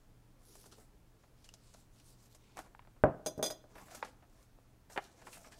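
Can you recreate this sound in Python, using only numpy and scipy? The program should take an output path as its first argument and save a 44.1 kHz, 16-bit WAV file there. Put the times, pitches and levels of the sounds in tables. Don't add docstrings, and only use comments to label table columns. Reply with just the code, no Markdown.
import sys
import numpy as np
from scipy import signal
from scipy.fft import rfft, irfft, next_fast_len
from scipy.io import wavfile
from scipy.ndimage import uniform_filter1d

SR = 44100
rng = np.random.default_rng(int(sys.argv[2]) if len(sys.argv) > 2 else 0)


def dump(signal):
    limited = np.clip(np.atleast_2d(signal).T, -1, 1)
    pcm = np.round(limited * 32767).astype(np.int16)
    wavfile.write(sys.argv[1], SR, pcm)


def how_loud(loudness_db):
    steps = np.asarray(loudness_db, float) / 20
    return 10 ** steps


N = 246519
T = np.arange(N) / SR


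def level(x, db):
    return x * how_loud(db) / np.sqrt(np.mean(x ** 2))


def band(x, hz, q):
    return signal.lfilter(*signal.iirpeak(hz, q, fs=SR), x)


def steep(x, hz, q):
    return band(band(x, hz, q), hz, q)


def lowpass(x, order, hz):
    return signal.lfilter(*signal.butter(order, hz, fs=SR), x)


def decay(t, t60):
    return np.exp(-np.log(1000) * t / t60)


def linger(x, seconds):
    return signal.lfilter([1], [1, -np.exp(-1 / (seconds * SR))], x)


def ring(push, hz, t60):
    pole = np.exp((2j * np.pi * hz - np.log(1000) / t60) / SR)
    return signal.lfilter([1], [1, -pole], push).imag


def walk(rate):
    hold = int(SR / rate)
    steps = np.repeat(rng.standard_normal(N // hold + 1), hold)
    return 2.17 * uniform_filter1d(uniform_filter1d(steps, hold), hold)[:N]


def grit(per_s, spread_db):
    size = how_loud(spread_db * np.minimum(rng.exponential(size=N), 3))
    clicks = (rng.random(N) < per_s / SR) * size
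    return level(rng.standard_normal(N) * (1 + 15 * uniform_filter1d(clicks, size=60)), 0)


# frequency in Hz, relative density in dB per Hz.
AIR_COLOUR = [(12, -23.5), (20, 5.5), (123, -9), (141, -11.5), (176, -10), (208, -12), (316, -13),
              (344, -17.5), (467, -20), (1240, -26.5), (1430, -27.5), (2860, -33), (15700, -39)]
AIR_DB, HUM_DB, HUM_HZ = -64, -71.5, 119.4


def air():
    size = next_fast_len(N)
    hz, db = np.transpose(AIR_COLOUR)
    bins_hz = np.arange(size // 2 + 1) * SR / size
    colour = how_loud(np.interp(np.log(bins_hz + 1), np.log(hz), db))
    noise = irfft(rfft(rng.standard_normal(size)) * colour, size)[:N]
    hum_level = np.sqrt(2) * how_loud(HUM_DB + 1.3 * walk(12))
    hum = hum_level * np.sin(2 * np.pi * HUM_HZ * T + 0.78 * walk(14))
    return level(noise, AIR_DB) + hum


# frequency in Hz, t60 in seconds.
ROOM_DECAY = [(125, 0.3315), (500, 0.569), (2000, 0.43), (8000, 0.32)]
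ROOM_DB = -20.5


def room(x):
    t, (hz, t60) = T[:SR // 2], np.transpose(ROOM_DECAY)
    tail = 0
    for centre in 90 * 2 ** np.arange(8):
        octave_t60 = np.interp(np.log(centre), np.log(hz), t60)
        tail = tail + band(rng.standard_normal(len(t)), centre, 2.7) * decay(t, octave_t60)
    tail = tail * np.clip(t / 0.0075, 0, 1)
    return signal.fftconvolve(x, how_loud(ROOM_DB) * tail / np.sqrt(np.sum(tail ** 2)))[:N]


# start in seconds, relative push on the table in dB,
# contact in ms, lowest frequency in Hz the object's weight can move, relative push on the metal in dB.
BLOWS = [(3.038, -12.5, 0.58, 50.7, -93), (3.197, -47, 1, 303, -99), (3.252, -72, 0.53, 300, -68),
         (3.2619, -29, 1, 252, -34.5), (3.268, -29.5, 1.2, 245, -45), (3.273, -37, 0.95, 250, -72),
         (3.281, -46, 1.48, 250, -78.5), (3.3778, -24, 2.83, 149, -58.5), (3.392, -26.5, 1.62, 298, -87.5),
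         (3.397, -32, 1.12, 304, -95), (3.411, -29, 2.1, 300, -95), (3.4276, -22.5, 1.1, 336, -32),
         (3.44, -24.5, 1.1, 343, -35), (3.461, -35, 2, 300, -36.5), (3.502, -43.5, 0.36, 300, -44),
         (3.508, -36, 0.89, 296, -46.5), (3.641, -49, 0.82, 350, -90)]
# frequency in Hz, relative level in dB, t60 in seconds.
TABLE_MODES = [(84.7, -29.5, 0.15), (134.7, -16.5, 0.288), (187.43, -24, 0.22), (288, -8.5, 0.094),
               (396.3, -24.5, 0.092), (542.4, -7.5, 0.12), (616, -1, 0.098), (662, -9, 0.1312),
               (822, -3, 0.033), (980, -2, 0.017), (1220, -2.5, 0.024), (1510, 6.5, 0.016),
               (1618, -17.5, 0.0552), (1940, -12, 0.0359), (2400, -12.5, 0.026)]
# centre in Hz, relative level in dB, t60 in seconds.
DENSE_MODES = [(44.2, -5, 0.1486), (89, -4.5, 0.21), (186.7, -8, 0.36), (345, 1, 0.26), (670.8, 6.5, 0.21),
               (1410, -11, 0.2564), (2880, -16.5, 0.136), (5760, -21, 0.078)]


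def table():
    push, t = np.zeros(N), T[:SR // 2]
    for start, db, contact_ms, lowest_hz, _ in BLOWS:
        phase = np.clip(T[:4000] - start % (1 / SR), 0, 1) / (contact_ms / 6000)
        shape = phase ** 2 * np.exp(-phase)
        shape = signal.lfilter(*signal.butter(2, lowest_hz, "high", fs=SR), shape / shape.sum())
        at = int(start * SR)
        push[at:at + 4000] -= how_loud(db) * shape
    modes = sum(how_loud(db) * ring(push, hz, t60) for hz, db, t60 in TABLE_MODES)
    response = 0
    for hz, db, t60 in DENSE_MODES:
        octave = level(steep(rng.standard_normal(len(t)), hz, 1.0), 0)
        response = response + how_loud(db) * octave * decay(t, t60)
    dense = signal.fftconvolve(push, response * np.clip(t / 0.0026, 0, 1))[:N]
    tick = steep(linger(abs(push), .003) * rng.standard_normal(N), 6840, 0.68)
    thud = steep(push, 600, 2.33)
    return how_loud(-39.5) * tick + how_loud(-4) * modes + how_loud(-18) * dense + how_loud(23) * thud


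# frequency in Hz, relative level in dB, t60 in seconds.
METAL_MODES = [(1452, -18, .3), (1905, -16, .2), (2373, -8, 0.047), (3265, -14.5, 0.35), (3464, -14, 0.38),
               (3450, -9.5, 0.37), (3715, -5, 0.054), (4066, -15, 0.426), (4540, -25, .15),
               (4865, -6.5, 0.23), (4960, -0.5, 0.16), (5830, -6.5, .14), (5800, -10, 0.32),
               (6393, -6, 0.14), (6126, -3, 0.21), (6450, 0.5, 0.16), (6370, -6, 0.11), (6997, -10, 0.19),
               (7590, -11, 0.093), (8350, -6.5, 0.187), (9400, -6.5, .13), (9430, -11, 0.11),
               (9890, -9, .12), (10280, -2, 0.052), (10570, -7, 0.081), (11500, -20.5, 0.12),
               (12020, -1.5, .08), (13440, -20.5, .14), (14300, -18, 0.11), (15320, -20, .16)]
TWIN = 1.003


def metal():
    start = int(BLOWS[0][0] * SR)
    at = [int(row[0] * SR) - start for row in BLOWS]
    size = how_loud(np.array(BLOWS)[:, -1])
    share = rng.standard_normal((len(BLOWS), len(METAL_MODES)))
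    push = np.zeros(SR)
    push[at] = size
    chatter = linger(push, 0.013) * (rng.random(SR) < 1800 / SR)
    clinks = 0
    for k, (hz, db, t60) in enumerate(METAL_MODES):
        hits = how_loud(-6) * chatter * rng.standard_normal(SR)
        hits[at] = size * how_loud(4.3 * share[:, k])
        clinks = clinks + how_loud(db - 22.5) * ring(hits, hz, t60)
        clinks = clinks + how_loud(db - 11.5) * ring(hits, hz * TWIN, t60 * 0.32)
    crack = steep(linger(push, 0.004) * rng.standard_normal(SR), 6500, 0.61)
    rattle = steep(chatter * rng.standard_normal(SR), 6000, 0.5)
    clatter = lowpass(how_loud(-0.5) * crack + how_loud(-15) * rattle, 4, 11500)
    return np.pad(clinks + clatter, (start, N - start - SR))


# start in seconds, length in seconds,
# relative hiss level in dB, centre of the hiss in Hz, relative level of the sheet's flexing in dB.
STROKES = [(0.376, 0.36, -62, 7800, -70.5), (0.707, 0.036, -60, 5630, -63), (0.735, .11, -66.5, 7900, -68),
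           (1.153, .14, -78, 5836, -92.5), (1.33, 0.26, -72.5, 5540, -79), (1.556, 0.23, -68, 5720, -74),
           (1.74, 0.0984, -67.5, 7200, -73), (1.899, .15, -69, 6240, -72), (2.016, .14, -64.5, 7950, -71.5),
           (2.156, 0.132, -67.5, 7200, -73.5), (2.291, 0.056, -67.5, 6860, -83),
           (2.346, 0.27, -71, 4160, -75.5), (2.552, 0.0609, -59, 7620, -53),
           (2.626, 0.045, -72, 6600, -61.5), (3.678, 0.078, -76, 6600, -64),
           (3.725, 0.14, -63.5, 8300, -58), (3.848, .04, -62, 9000, -59.5),
           (3.866, 0.1503, -57.5, 6900, -55.5), (4.001, 0.1082, -63, 5560, -55.5),
           (4.282, 0.19, -72, 7230, -70.5), (4.889, 0.064, -57.5, 8120, -60), (4.986, .1, -61.5, 6250, -69),
           (5.084, 0.075, -70, 5200, -69), (5.153, .08, -67.5, 5930, -62.5),
           (5.222, 0.1, -61.5, 7500, -61.5), (5.289, .1, -55.5, 7700, -60.5), (5.381, .07, -65, 7500, -67),
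           (5.424, .07, -63.5, 6600, -58), (5.504, 0.048, -62, 5800, -65.5), (5.55, .07, -67, 6600, -74)]
PEAK_SHARE, SWELL, SETTLE_S = .55, 1.317, .014
HELD_HISS_DB, HELD_FLEX_DB = -87, -76
FLEX_HZ, FLEX_OCTAVES_PER_DB = 400, .036


def sliding():
    start, length, hiss_db, hz, flex_db = np.transpose(STROKES)[:, :, None]
    part = np.clip((T - start) / length, 0, 1)
    rise_and_fall = np.minimum(part / PEAK_SHARE, (1 - part) / (1 - PEAK_SHARE))
    speed = np.sin(np.pi / 2 * rise_and_fall) ** (2 * SWELL)
    keep = np.exp(-1 / (SETTLE_S * SR))
    speed = np.maximum(speed, signal.lfilter([1 - keep], [1, -keep], speed))
    hiss = how_loud(2 * hiss_db) * speed + how_loud(2 * HELD_HISS_DB) / len(STROKES)
    hiss_power = hiss.sum(axis=0)
    hiss_hz = (hiss * hz).sum(axis=0) / hiss_power
    flex = 10 * np.log10((how_loud(2 * flex_db) * speed).sum(axis=0) + how_loud(2 * HELD_FLEX_DB))
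    flex_hz = FLEX_HZ * 2 ** (FLEX_OCTAVES_PER_DB * (flex - HELD_FLEX_DB))
    return 10 * np.log10(hiss_power), hiss_hz, flex, flex_hz


def rustle():
    hiss_db, hiss_hz, flex_db, flex_hz = sliding()
    fibres, hiss, flex = grit(370, 3.0), 0, 0
    for hz in 2500 * 2 ** np.arange(0, 2.7, 1 / 5):
        hump_db = -12 * np.log2(hz / hiss_hz) ** 2 + 1.04 * walk(24)
        hiss = hiss + how_loud(hump_db) * steep(fibres, hz, 3.2) / np.sqrt(hz)
    creases = grit(150, 2.8)
    for hz in 200 * 2 ** np.arange(0, 4.4, 1 / 3):
        hump_db = -3 * np.log2(hz / flex_hz) ** 2 + 2.06 * walk(30)
        flex = flex + how_loud(hump_db) * steep(creases, hz, 2.66) / np.sqrt(hz)
    return how_loud(hiss_db) * level(hiss, -2.37) + how_loud(flex_db) * level(flex, -1.1)


# start in seconds, close-up peak in dB, sheet resonance in Hz,
# treble peak in dB relative to the body, relative strength of the scuff in dB.
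SNAPS = [(0.552, -46, 604, 3, -7.5), (0.639, -53, 1000, -8, -17), (0.656, -48.5, 420, -1.5, 6),
         (0.719, -54, 1270, 3, 2), (0.781, -52, 426, -11, 12), (1.234, -56.5, 644, -15.5, -6),
         (1.441, -50, 640, 13, 4), (1.452, -55, 2760, 2.5, -1), (1.488, -43, 2815, 2, -17),
         (1.537, -42, 604, 10, -9), (1.737, -48.5, 930, 9, -2.5), (1.745, -49, 666, -23, -14),
         (1.997, -56, 2600, 2, -8), (2.254, -57, 2600, 10, 0), (2.346, -48.5, 616, 7.5, -1),
         (2.569, -35.5, 755, -4, -16.5), (2.575, -39.5, 1160, -13, -2), (2.588, -32, 760, -7.5, -9.5),
         (2.66, -50.5, 500, -25, -5), (2.747, -42.5, 880, -48, -14), (2.791, -42, 978, -43, -16),
         (2.819, -60.5, 1140, -24, 1.5), (2.848, -55, 885, -21, -13), (2.871, -51.5, 544, -22, -16),
         (2.961, -60, 570, -28, 1), (3.705, -60.5, 620, -9, -8.5), (3.752, -45, 623, -16, 8.5),
         (3.778, -46.5, 890, -13, 11), (3.881, -49, 1220, -18, 0), (3.908, -46, 694, 0.5, 4),
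         (3.946, -40.5, 610, 2, 4), (4.025, -25, 860, -38.5, -15), (4.046, -41.5, 746, -1.5, -5),
         (4.222, -56.5, 705, -38, 7), (4.295, -66, 2600, 10, -8.5), (4.426, -57, 2600, 9.5, -10),
         (4.585, -53.5, 500, -18.5, -19), (4.897, -47.5, 889.5, -7, 9), (4.959, -34.5, 570, -24, 3),
         (4.963, -35, 723, -28, -24.5), (4.974, -21.5, 797, -24.5, -10), (5.214, -49, 698, -8, 5.5),
         (5.267, -39.5, 640, -15, 5), (5.326, -44, 2580, -1, 25), (5.369, -46, 626, -17.5, -10),
         (5.442, -49.5, 1263, -27.5, 7), (5.469, -47.5, 522, -10, -6), (5.517, -50, 1660, -4, 17)]
SCUFF_T60_S, SCUFF_DB_PER_DOUBLING = 0.081, 18.5


def snaps():
    size = 8192
    out, t, hiss_hz = np.zeros(N + size), T[:size], sliding()[1]
    crack_at = int(.0022 * SR)
    noises = rng.standard_normal((len(SNAPS), size))
    for (start, db, hz, treble_db, scuff_db), noise in zip(SNAPS, noises):
        at = int(start * SR)
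        scuff_t60 = SCUFF_T60_S * 2 ** (scuff_db / SCUFF_DB_PER_DOUBLING)
        push = how_loud(scuff_db - 2.5) * noise * decay(t, scuff_t60) * np.clip(t / 0.0035, 0, 1)
        push[crack_at:] += 0.4 * noise[crack_at:] * np.exp(-t[:-crack_at] / 0.00059)
        push[crack_at] = -1
        body = steep(push, hz, 0.51) + how_loud(2.0) * steep(push, hz, 4.8)
        body = lowpass(body, 3, 3300)
        edge = steep(push, hiss_hz[at], 0.9)
        sound = body / abs(body).max() + how_loud(treble_db) * edge / abs(edge).max()
        out[at:at + size] += how_loud(db) * sound / abs(sound).max()
    return out[:N]


def scene():
    near = rustle() + snaps() + table() + metal()
    near = lowpass(near, 3, 15100)
    return (near + room(near) + air())[None]


def band_limit(x):
    return signal.sosfilt(signal.butter(12, 16210, fs=SR, output="sos"), x)


def record(dry):
    steep_cut = signal.ellip(8, .2, 60, 15700, fs=SR, output="sos")
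    mix = signal.sosfilt(steep_cut, dry)
    return band_limit(mix)


dry = scene()
out = record(dry)
dump(out)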